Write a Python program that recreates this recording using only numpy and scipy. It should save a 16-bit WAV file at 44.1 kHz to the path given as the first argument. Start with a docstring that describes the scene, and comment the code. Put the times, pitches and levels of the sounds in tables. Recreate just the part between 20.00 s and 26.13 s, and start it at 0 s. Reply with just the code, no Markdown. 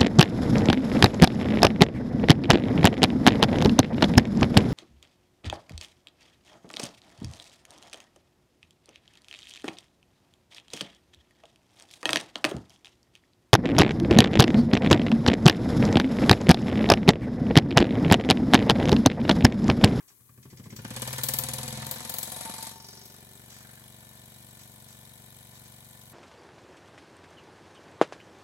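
"""A toy steam traction engine on a workbench: its flywheel is flicked, and loose parts knock on slow turns.
Steam blows past the port faces, then water reaches the rocking cylinder and spits out at the exhaust strokes.
Each turn puffs, hisses and chirps at the inlet port, and knocks the crank so that tin body and bench ring.
The water runs out, and the engine hums dry and quieter at about 24 turns a second.
Puffs, hisses and spits are pulsed, coloured noise; knocks are blows on resonances; chirps and hum are sines."""
import sys
import numpy as np
from scipy import signal
from scipy.fft import rfft, irfft, next_fast_len
from scipy.io import wavfile
from scipy.ndimage import uniform_filter1d

SR = 44100
rng = np.random.default_rng(int(sys.argv[2]) if len(sys.argv) > 2 else 0)


def pcm_store(signal):
    """Save signal as 16-bit PCM."""
    levels = np.round(np.clip(np.atleast_2d(signal), -1, 1) * 32767)
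    wavfile.write(sys.argv[1], SR, levels.astype(np.int16).T)


N = 270333
TIME = np.arange(N) / SR

# Resonances of the tin body. Each row: frequency in Hz, width in Hz, relative level in dB.
TIN_MODES = [(300, 60, -7), (414, 28, -2), (509, 70, 1), (644, 5.5, -1), (754, 32, 0), (879, 89, 4.5),
             (1010, 35, 0.5), (1476, 120, 1), (1760, 45, 6), (2202, 43, 1), (2900, 200, 0)]
# Tone of fine water spray. Each row: frequency in Hz, relative level in dB.
SPRAY_TONE = [(2000, -38), (8000, -45), (11000, 5.5), (13000, 12.5), (16000, 7)]
# Tone of sizzling drops, also of hissing steam. Each row: frequency in Hz, relative level in dB.
SIZZLE_TONE = [(200, -2), (700, 34.5), (1500, 28.5), (3000, 32), (5500, 39), (8000, 39), (11000, -9),
               (16000, -50)]

# the steam comes on: sounds that follow level() swell by START_DB
STEAM_ON_S, STEAM_RISE_S, START_DB = 0.34, 0.75, 14
# condensed water reaches the cylinder, then runs out
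WET_AT_S, WET_RISE_S, DRY_AT_S, DRY_FALL_S = 0.74, 0.19, 2.693, 0.0603
# share of a turn at which the exhaust port opens
EXHAUST_SHARE = -.012


def from_db(db):
    """Decibels to gain."""
    return 10 ** (np.asarray(db) / 20)


def rms_one(x):
    """Scale to rms 1."""
    return x / np.sqrt(np.mean(x ** 2) + 1e-20)


def in_time(rows):
    """Columns of a curve, whose first column is seconds, at every sample."""
    s, *columns = np.transpose(rows)
    return [np.interp(TIME, s, column) for column in columns]


def colour(x, points):
    """Shape the spectrum of x by straight lines in dB over log frequency."""
    hz, db = np.transpose(points)
    size = next_fast_len(N + 4096)
    grid = np.maximum(np.fft.rfftfreq(size, 1 / SR), 1)
    gain = from_db(np.interp(np.log(grid), np.log(hz), db))
    return irfft(rfft(x, size) * gain, size)[..., :N]


def highpass(x, hz):
    """Remove the bass below hz."""
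    return signal.sosfilt(signal.butter(2, hz, "high", fs=SR, output="sos"), x)


def steam(points, grain_db):
    """Steam noise of rms 1, partly alike at the two microphones; droplets in it make it grainy."""
    alike = 0.39  # share of the noise power common to both
    # each droplet lasts 8 samples
    droplets = np.repeat(np.clip(rng.standard_normal(N // 8 + 1), -2.5, 2.5), 8)[:N]
    common = np.sqrt(alike) * rng.standard_normal(N)
    separate = np.sqrt(1 - alike) * rng.standard_normal((2, N))
    return rms_one(colour((common + separate) * from_db(grain_db * droplets), points))


def flutter(rate_hz):
    """Slow random wavering of rms 1: noise averaged over 1 / rate_hz."""
    return rms_one(uniform_filter1d(rng.standard_normal(N), SR // rate_hz))


def resonate(x, hz, width_hz):
    """One resonance with gain 1 on top."""
    r = np.exp(-np.pi * width_hz / SR)
    zeros = np.array([1, 0, -1]) * (1 - r * r) / 2
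    poles = [1, -2 * r * np.cos(2 * np.pi * hz / SR), r * r]
    return signal.lfilter(zeros, poles, x + 1e-18)


def body(x, modes):
    """Resonances in parallel, as of a struck or blown object."""
    return sum(from_db(db) * resonate(x, hz, width) for hz, width, db in modes)


def clicks(seconds, gains):
    """Single-sample blows."""
    out = np.zeros(N)
    out[np.clip(np.round(np.asarray(seconds) * SR).astype(int), 0, N - 1)] = gains
    return out


def each_turn(angle, share, uneven_db):
    """A blow of slightly uneven strength whenever the crank passes this share of a turn."""
    marks = np.arange(int(angle[-1]) + 1) + share
    gains = from_db(uneven_db * rng.standard_normal(len(marks))) * (marks < angle[-1])
    return clicks(np.interp(marks, angle, TIME), gains)


def bursts(blows, rise_s, decay_s):
    """Each blow opens a jet that swells quickly and dies away; height 1 for a blow of 1."""
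    t = TIME[:SR // 8]
    shape = (1 - np.exp(-(t / rise_s) ** 2)) * np.exp(-t / decay_s)
    return signal.fftconvolve(blows, shape / shape.max())[:N]


def wetness():
    """Water in the cylinder, 0-1: it arrives, stays a while and is suddenly gone."""
    arriving = np.clip((TIME - WET_AT_S) / WET_RISE_S, 0, 1)
    return arriving * np.clip(1 - (TIME - DRY_AT_S) / DRY_FALL_S, 0, 1)


def level(dry_db, wet_db, drain_per_s):
    """Level in dB: swells as steam comes on, gains wet_db from water and loses a share of that per s."""
    starting = np.clip(1 - (TIME - STEAM_ON_S) / STEAM_RISE_S, 0, 1)
    draining = 1 - drain_per_s * (TIME - WET_AT_S - WET_RISE_S)
    return dry_db - START_DB * starting + wet_db * wetness() * draining


def slug_water():
    """Water passing through the cylinder in slugs, as a gain that sags slightly along each slug."""
    # Slugs that turn to spray over one or several strokes. 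Each row: start in seconds, length in
    # seconds (between a short rise and fall), level in dB.
    slugs = [(1.0, .19, -29), (1.22, .18, -15), (1.43, .06, -30), (1.52, .03, -27), (1.57, .02, -32),
             (1.667, .025, -29), (1.853, .02, -33), (1.897, .025, -24), (2.076, .16, -25),
             (2.217, .02, -29), (2.305, .02, -32), (2.61, .025, -35), (2.868, .025, -40), (3.04, .025, -40)]
    rise_s, fall_s, sag_db = .008, .02, -1
    water = 0
    for start, length, db in slugs:
        corners = np.cumsum([0, rise_s, length, fall_s])
        water = water + from_db(db) * np.interp(TIME - start, corners, [0, 1, from_db(sag_db), 0])
    return water


def spray(angle):
    """Each slug leaves as fine spray, mostly at the exhaust stroke, a little at the inlet port."""
    inlet_db, steady_db = -18, -31  # at the inlet and between strokes, against the exhaust
    at_exhaust = bursts(each_turn(angle, EXHAUST_SHARE, uneven_db=.5), rise_s=0.0003, decay_s=0.0038)
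    at_inlet = bursts(each_turn(angle, .57, uneven_db=1), rise_s=0.002, decay_s=0.005)
    return slug_water() * (at_exhaust + from_db(inlet_db) * at_inlet + from_db(steady_db))


def exhaust(angle):
    """Every stroke puffs steam and rings the pipe; water thrown out with it spits as broken jets."""
    # Blowing of the pipe. Each row: time in seconds, level in dB, centre of the favoured resonances in Hz.
    pipe_blow = [(0.2, -83, 457), (1.0, -54, 516), (1.45, -47, 616), (2.3, -52, 678), (2.5, -47.5, 800),
                 (2.7, -56, 940), (3.2, -70.5, 708), (6.13, -68, 645.7)]
    # Pipe and chimney resonances. Each row: frequency in Hz, width in Hz, relative level in dB.
    pipe_modes = [(520.6, 24.5, 8), (655, 16, -1), (733, 19, 8.5), (898, 19, 12.5), (1118, 30, 2.5)]
    # Water thrown out by the strokes. Each row: time in seconds, jet level in dB before slugs add to it.
    spitting = [(0.76, -60), (0.85, -39), (0.9, -38), (0.97, -28), (1.3, -29.5), (1.48, -26), (1.67, -28),
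                (1.77, -34), (2.4, -34), (2.68, -32), (2.76, -52), (3.8, -66)]
    # Tones of the water jets and of the puffs. Each row: frequency in Hz, relative level in dB.
    spit_tone = [(200, -79), (500, 0.5), (1500, -7.5), (2800, -2), (4300, 8), (6000, 5), (8000, 10),
                 (10000, 10.5), (11500, 12.5), (12700, -1), (16000, -32)]
    puff_tone = [(300, -31), (700, -9), (1500, -3), (2600, -23), (4300, 5), (6000, 7), (7700, 33.5),
                 (10000, 27), (13000, 31), (16000, 23.5)]

    strokes = each_turn(angle, 0, uneven_db=1)
    puff_gain = from_db(level(dry_db=-48.5, wet_db=1.3, drain_per_s=0.092))
    puffs = puff_gain * bursts(strokes, rise_s=.0025, decay_s=.005) * steam(puff_tone, grain_db=2)

    jet_db, = in_time(spitting)
    # a slug also strengthens the jet that carries it
    force = from_db(jet_db) + from_db(-10.5) * slug_water()
    openings = each_turn(angle, EXHAUST_SHARE, uneven_db=.5)
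    jets = bursts(force * openings, rise_s=0.0004, decay_s=0.006) * steam(spit_tone, grain_db=0.5)
    # fine spray adds a very bright edge
    bright_edge = spray(angle) * steam(SPRAY_TONE, grain_db=-6.0)
    # water breaks each jet up
    sputter = from_db(2.2 * flutter(900))
    spits = sputter * (jets + bright_edge)

    pipe_db, centre_hz = in_time(pipe_blow)
    # the pressure step of each stroke rings the pipe; turbulence joins in when it blows hard
    pressure = rms_one(each_turn(angle, .08, uneven_db=.4))
    turbulence = rms_one(bursts(strokes, rise_s=0.0043, decay_s=0.029) * rng.standard_normal(N))
    flow = pressure + from_db(.8 * (pipe_db + 47)) * turbulence
    # the favoured pitch climbs as the pipe clears of water, then settles lower
    ring = 0
    for hz, width, db in pipe_modes:
        off_centre_octaves = np.abs(np.log2(hz / centre_hz))
        ring = ring + from_db(db - 20 * off_centre_octaves) * resonate(flow, hz, width)
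    return puffs + spits + from_db(pipe_db) * rms_one(ring)


def chuffs(angle):
    """The body of each exhaust beat: a low thud and a ragged rush of steam that rings the tin."""
    # Each row: time in seconds, rush of steam in dB, thud in dB.
    chuffing = [(0.1, -82, -86), (0.45, -63, -60), (0.7, -56.5, -64), (0.85, -40, -44.5), (1.0, -36, -49.5),
                (1.7, -43, -55), (1.85, -42, -57), (2.39, -50.5, -55), (2.44, -41, -51), (2.51, -50, -45),
                (2.55, -46, -57.5), (2.69, -55, -54), (2.78, -58, -63), (3.3, -59, -65), (6.13, -69, -71.5)]
    # Tone of the rush. Each row: frequency in Hz, relative level in dB.
    rush_tone = [(120, -9), (310, -12), (500, 1.5), (900, 0), (1350, 0.5), (2300, -3.5), (6000, -5),
                 (12000, -53)]
    rush_db, thud_db = in_time(chuffing)
    beats = each_turn(angle, .06, uneven_db=.6)
    thud = rms_one(resonate(resonate(beats, 185, 125), 185, 125))
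    swell = bursts(each_turn(angle, 0, uneven_db=1), rise_s=.005, decay_s=.007)
    ragged = from_db(2.5 * flutter(400))
    noise = steam(rush_tone, grain_db=2.0)
    rush = rms_one(noise + 0.39 * rms_one(body(noise, TIN_MODES)))
    return from_db(thud_db) * thud + from_db(rush_db) * swell * ragged * rush


def inlet(angle):
    """Half a turn later the inlet port slides open with a hiss, then chirps like a small whistle."""
    # Resonances of the port. Each row: frequency in Hz, width in Hz, relative level in dB.
    port_modes = [(3850, 130, 9), (4140, 140, -13), (5300, 560, -15)]
    # Tone of the hiss. Each row: frequency in Hz, relative level in dB.
    hiss_tone = [(500, -50), (1700, -33), (3000, -8), (5000, 0), (7500, 0), (8400, 1), (9400, 15),
                 (11000, 6.5), (12900, 12.5), (14500, 0), (16000, -30)]
    # Pitch of the whistling port: Hz when dry, Hz when wet.
    chirp_hz = (3830, 3990)

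    opened = (angle - .54) % 1  # turns since the port opened
    opening = (1 - np.exp(-(opened / 0.0049) ** 2)) * np.exp(-opened / 0.14)
    hiss_gain = from_db(level(dry_db=-44, wet_db=7.9, drain_per_s=.02))
    hiss = hiss_gain * opening * steam(hiss_tone, grain_db=1.5)

    # the port chirps again, more weakly, at the exhaust stroke
    blows = each_turn(angle, .572, uneven_db=.6) + from_db(-6) * each_turn(angle, .025, uneven_db=1)
    chirps = bursts(blows, rise_s=0.0022, decay_s=.0016)
    # turbulence shakes the pitch of the whistle
    pitch_hz = np.interp(wetness(), [0, 1], chirp_hz) * (1 + .06 * flutter(600))
    whistle = rms_one(chirps * np.sin(2 * np.pi * np.cumsum(pitch_hz) / SR))
    rush = rms_one(body(chirps * rng.standard_normal(N), port_modes))
    whistle_gain = from_db(level(dry_db=-70.5, wet_db=18, drain_per_s=.03))
    rush_gain = from_db(level(dry_db=-67, wet_db=12.5, drain_per_s=.03))
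    # the port only sings once water has wetted it
    wetted = np.interp(TIME, [WET_AT_S, 1.2], [0, 1])
    return hiss + wetted * (whistle_gain * whistle + rush_gain * rush)


def crank(angle, thump_db, clatter_db):
    """Slack in the crank knocks at the reversals: a push into the bench and a click into the tin."""
    # Contacts in each turn. Each row: share of a turn, relative push in dB, contact in seconds,
    # relative click in dB.
    knocks = [(0.034, 7.5, 0.0043, 9.5), (0.146, 9, 0.0078, 14), (0.341, 1.5, 0.0037, 7),
              (0.62, -3, 0.0038, 13), (0.862, -56, 0.0028, 13)]
    # Bench and chassis resonances. Each row: frequency in Hz, width in Hz, relative level in dB.
    bench_modes = [(89.5, 4.3, -8), (127.4, 17, 8), (159.4, 47, -3), (212, 14, 5), (221.5, 18, -7),
                   (333, 5.7, 11)]
    pushes, ticks = 0, 0
    for share, push_db, contact_s, click_db in knocks:
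        blows = each_turn(angle, share, uneven_db=.5)
        push = np.exp(-(2 * (TIME[:SR // 25] - TIME[SR // 50]) / contact_s) ** 2)
        pushes = pushes - from_db(push_db) * signal.fftconvolve(blows, push / push.sum(), "same")
        ticks = ticks + from_db(click_db) * blows
    bench_noise = rms_one(body(rng.standard_normal(N), bench_modes))
    bench = rms_one(body(pushes, bench_modes)) + from_db(-21.5) * bench_noise
    # the bench radiates little deep bass
    thump = rms_one(highpass(bench, 80))
    # loose parts rattle differently on every turn
    fading = np.exp(-TIME[:SR // 25] / 0.0023)
    scrape = signal.fftconvolve(ticks, fading)[:N] * rng.standard_normal(N)
    clatter = rms_one(body(ticks, TIN_MODES)) + from_db(-4.5) * rms_one(body(scrape, TIN_MODES))
    return from_db(thump_db) * thump, from_db(clatter_db) * clatter


def taps(angle):
    """Piston, port and crank each tap once a turn: a few cycles that rise in pitch, firmer against water."""
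    # Short hollow taps. Each row: share of a turn, pitch in Hz at the middle, length in seconds,
    # dry level in dB and extra when wet in dB, both before a common trim.
    tap_rows = [(0.62, 950, .0020, -60, 14), (0.86, 830, .0016, -67, 16), (0.97, 430, .0022, -58, 7),
                (0.02, 930, .0018, -70, 27), (0.075, 1560, .0012, -59, 6), (0.14, 690, .0026, -58, 12),
                (0.16, 1450, .0012, -63, 8), (0.3, 450, .0022, -64, 10)]
    glide_per_s, trim_db = 45, -1  # share of the pitch gained per second
    t = TIME[:SR // 50] - TIME[SR // 100]
    out = 0
    for share, hz, length_s, dry_db, wet_db in tap_rows:
        tap = np.exp(-(t / length_s) ** 2) * np.sin(2 * np.pi * hz * t * (1 + glide_per_s * t / 2))
        struck = signal.fftconvolve(each_turn(angle, share, uneven_db=1), tap, "same")
        out = out + from_db(level(dry_db + trim_db, wet_db, drain_per_s=0)) * struck
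    return out


def first_knocks():
    """The slack rod rattles briefly as the flywheel is let go and takes its slow first turns."""
    # Each row: time in seconds, level in dB.
    knock_rows = [(0.002, -54), (0.1, -59), (0.2, -69), (0.29, -63), (0.374, -61), (0.452, -58),
                  (0.525, -59), (0.594, -59), (0.656, -57), (0.721, -58)]
    # Crank and piston rod resonances. Each row: frequency in Hz, width in Hz, relative level in dB.
    rod_modes = [(390, 25, 1.5), (760, 28, -4), (910, 61, -4), (1110, 110, 2), (1550, 260, -7)]
    s, db = np.transpose(knock_rows)
    rattle = rms_one(body(rng.standard_normal(N), rod_modes))
    return bursts(clicks(s, from_db(db)), rise_s=.002, decay_s=.013) * rattle


def blow_by(angle):
    """Steam whistles softly past the port faces on the first turns, until water seals them."""
    # Resonances of the gap between the faces. Each row: frequency in Hz, width in Hz, relative level in dB.
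    gap_modes = [(2060, 200, 1.5), (5060, 51, 6)]
    first_turns = (TIME > .39) * (TIME < .74)
    # the inlet is under pressure at this share of a turn
    blows = each_turn(angle, .625, uneven_db=1) * first_turns
    whistling = rms_one(body(rng.standard_normal(N), gap_modes))
    hiss = steam(SIZZLE_TONE, grain_db=0) + from_db(-5) * whistling
    gain = from_db(level(dry_db=-45, wet_db=0, drain_per_s=0))
    return gain * bursts(blows, rise_s=0.0037, decay_s=0.018) * hiss


def first_spit():
    """One sharp, bright spit of noise as the water reaches the cylinder."""
    spit = bursts(clicks(.763, from_db(-34)), rise_s=.0005, decay_s=.01)
    return spit * (steam(SPRAY_TONE, grain_db=2) + steam(SIZZLE_TONE, grain_db=2)) / 2


def gurgles(angle):
    """Water left in the pipes makes the steam sing in limited bands, in time with the strokes."""
    # Each row: start in seconds, end in seconds, frequency in Hz, width in Hz, level in dB before the swell.
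    bands = [(0.272, 1.345, 162, 137, -46.5), (0.3, 1.102, 384, 130, -57.5),
             (0.698, 2.599, 229.5, 59, -52.5), (1.946, 2.795, 10360, 3580, -41.5),
             (2.56, 3.635, 393, 99, -60.5), (2.55, 3.241, 5260, 1920, -51.5),
             (3.425, 3.897, 1570, 507, -60.5)]
    strokes = each_turn(angle, EXHAUST_SHARE, uneven_db=0.5)
    surge = 0.26 + bursts(strokes, rise_s=0.0043, decay_s=0.0067)
    out = 0
    for start, end, hz, width, db in bands:
        band = resonate(resonate(surge * rng.standard_normal(N), hz, width), hz, width)
        swell = np.interp(TIME, [start, (start + end) / 2, end], [0, 1, 0])
        out = out + from_db(db) * swell * rms_one(band)
    return out


def leaks():
    """Wet steam escapes between the port faces, and stray drops sizzle on the hot boiler."""
    # Sizzling drops. Each row: start in seconds, length in seconds, level in dB.
    sizzles = [(0.078, 0.04, -56), (3.488, 0.18, -51.5), (4.588, 0.079, -54), (4.87, 0.13, -57),
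               (5.538, 0.07, -56), (5.651, 0.028, -52.5), (6.007, .03, -56)]
    # Tone of the leak. Each row: frequency in Hz, relative level in dB.
    leak_tone = [(200, 0), (700, 4.5), (1300, 1), (2200, 8.5), (2800, -2), (4000, 12), (4800, 6.5),
                 (6300, 6.5), (7600, 9.5), (8400, -1), (9400, 1), (11500, 4), (13000, -33), (16000, -18)]
    drops = 0
    for start, length, db in sizzles:
        corners = [start, start + length / 10, start + length / 2, start + length]
        drops = drops + from_db(db) * np.interp(TIME, corners, [0.0095, 1, 0.63, 0.0024])
    leak_gain = from_db(level(dry_db=-60.5, wet_db=14, drain_per_s=.03))
    return leak_gain * steam(leak_tone, grain_db=8.0) + drops * steam(SIZZLE_TONE, grain_db=4)


def hum(angle):
    """Running free, the engine settles into clear multiples of its turning rate."""
    # Each row: multiple of the turning rate, level in dB (rms).
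    partials = [(5, -61.5), (8, -74.5), (9, -68.5), (13, -76), (14, -77.5), (20, -73.5), (27, -70),
                (37, -101)]
    tones = 0
    for multiple, db in partials:
        phase = 2 * np.pi * round(multiple) * (angle - .1)
        tones = tones + from_db(db) * np.sqrt(2) * np.cos(phase)
    return np.interp(TIME, [2.6, 3.6], [0, 1]) * tones


def rumble(thump_db):
    """The labouring engine shudders on the bench: deep noise that follows the load steeply."""
    band = signal.butter(2, [18, 80], "band", fs=SR, output="sos")
    deep = rms_one(signal.sosfilt(band, rng.standard_normal(N)))
    # -62 dB where the thump is at -42.5 dB, 1.85 dB per dB of load around that
    return from_db(-62 + 1.85 * (thump_db + 42.5)) * deep


def workshop(x, t60, wet_db, low_hz):
    """Strong early reflections from bench and wall and a fainter tail, different at each microphone."""
    t = TIME[:SR // 3]
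    fading = from_db(-60 * t / t60) + 8 * np.exp(-t / 0.00086)
    echoes = highpass(rng.standard_normal((2, len(t))) * (t > .0005) * fading, low_hz)
    echoes /= np.sqrt(np.sum(echoes ** 2, axis=1, keepdims=True))
    return from_db(wet_db) * signal.fftconvolve(x, echoes, axes=1)[:, :N]


def background():
    """Steady coloured noise, independent at the two microphones."""
    # Each row: frequency in Hz, relative level in dB.
    floor_tone = [(25, -11), (120, 2), (300, -2), (700, -17), (1100, -9), (2400, -22.5), (4000, -31),
                  (6500, -11), (12000, -1.5), (16000, -4.5)]
    return from_db(-56.5) * rms_one(colour(rng.standard_normal((2, N)), floor_tone))


def heard(x, lag_s):
    """A source at the two microphones, the left one a little later."""
    return np.array([np.interp(TIME - lag_s, TIME, x[0]), x[1]])


def scene():
    """The engine close by, its sound reaching the right microphone first."""
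    # Flywheel. Each row: time in seconds, turns per second.
    flywheel = [(0.0, 10.63), (0.3, 11.711), (0.6, 15.044), (0.9, 17.05), (1.2, 19.152), (1.5, 20.497),
                (1.8, 21.47), (2.2, 22.329), (2.6, 23.006), (3.0, 23.527), (3.6, 23.753), (4.5, 23.92),
                (6.13, 23.925)]
    # Load on the crank, high while the piston pushes against water. Each row: time in seconds,
    # bench thump in dB before the bass cut.
    load = [(0.05, -87), (0.2, -63.5), (0.5, -51), (0.75, -45), (1.4, -41), (1.85, -42), (1.98, -50.5),
            (2.5, -50.5), (3.0, -54.5), (6.13, -55)]
    # The bench cannot radiate deep bass. Each row: frequency in Hz, gain in dB.
    bass_cut = [(35, -36), (50, -20), (68, 0)]
    # The right microphone faces away. Each row: frequency in Hz, gain in dB.
    facing_away = [(60, 0.5), (200, -3), (400, 0.5), (1300, -4), (2400, 2.5), (4400, -2.5), (8000, -4.5),
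                   (10500, -7), (12500, -14.5), (16000, -25)]

    speed, = in_time(flywheel)
    angle = np.cumsum(speed) / SR - .27  # in turns
    thump_db, = in_time(load)
    # the tin clatters harder under load than when running free, at thumps of -56 dB or less
    clatter_db = level(dry_db=-64.5, wet_db=13.9, drain_per_s=0.43) + 0.27 * np.maximum(thump_db + 56, 0)
    thump, clatter = crank(angle, thump_db, clatter_db)
    bench = colour(thump, bass_cut) + rumble(thump_db) + hum(angle)
    engine = exhaust(angle) + chuffs(angle) + clatter + taps(angle) + first_knocks()
    engine = engine + blow_by(angle) + first_spit() + gurgles(angle) + leaks()
    port = inlet(angle)
    # the inlet port is nearer the middle of the two microphones
    direct = heard(engine + bench, lag_s=0.00013) + heard(port, lag_s=0.00006)
    reflections = workshop(engine + port, t60=.25, wet_db=-3, low_hz=1000)
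    left, right = direct + reflections + background()
    return np.array([left, colour(right, facing_away)])


def record(dry):
    """The top is cut steeply above 16 kHz."""
    return signal.sosfilt(signal.ellip(10, .2, 70, 16000, fs=SR, output="sos"), dry)


dry = scene()
out = record(dry)
pcm_store(out)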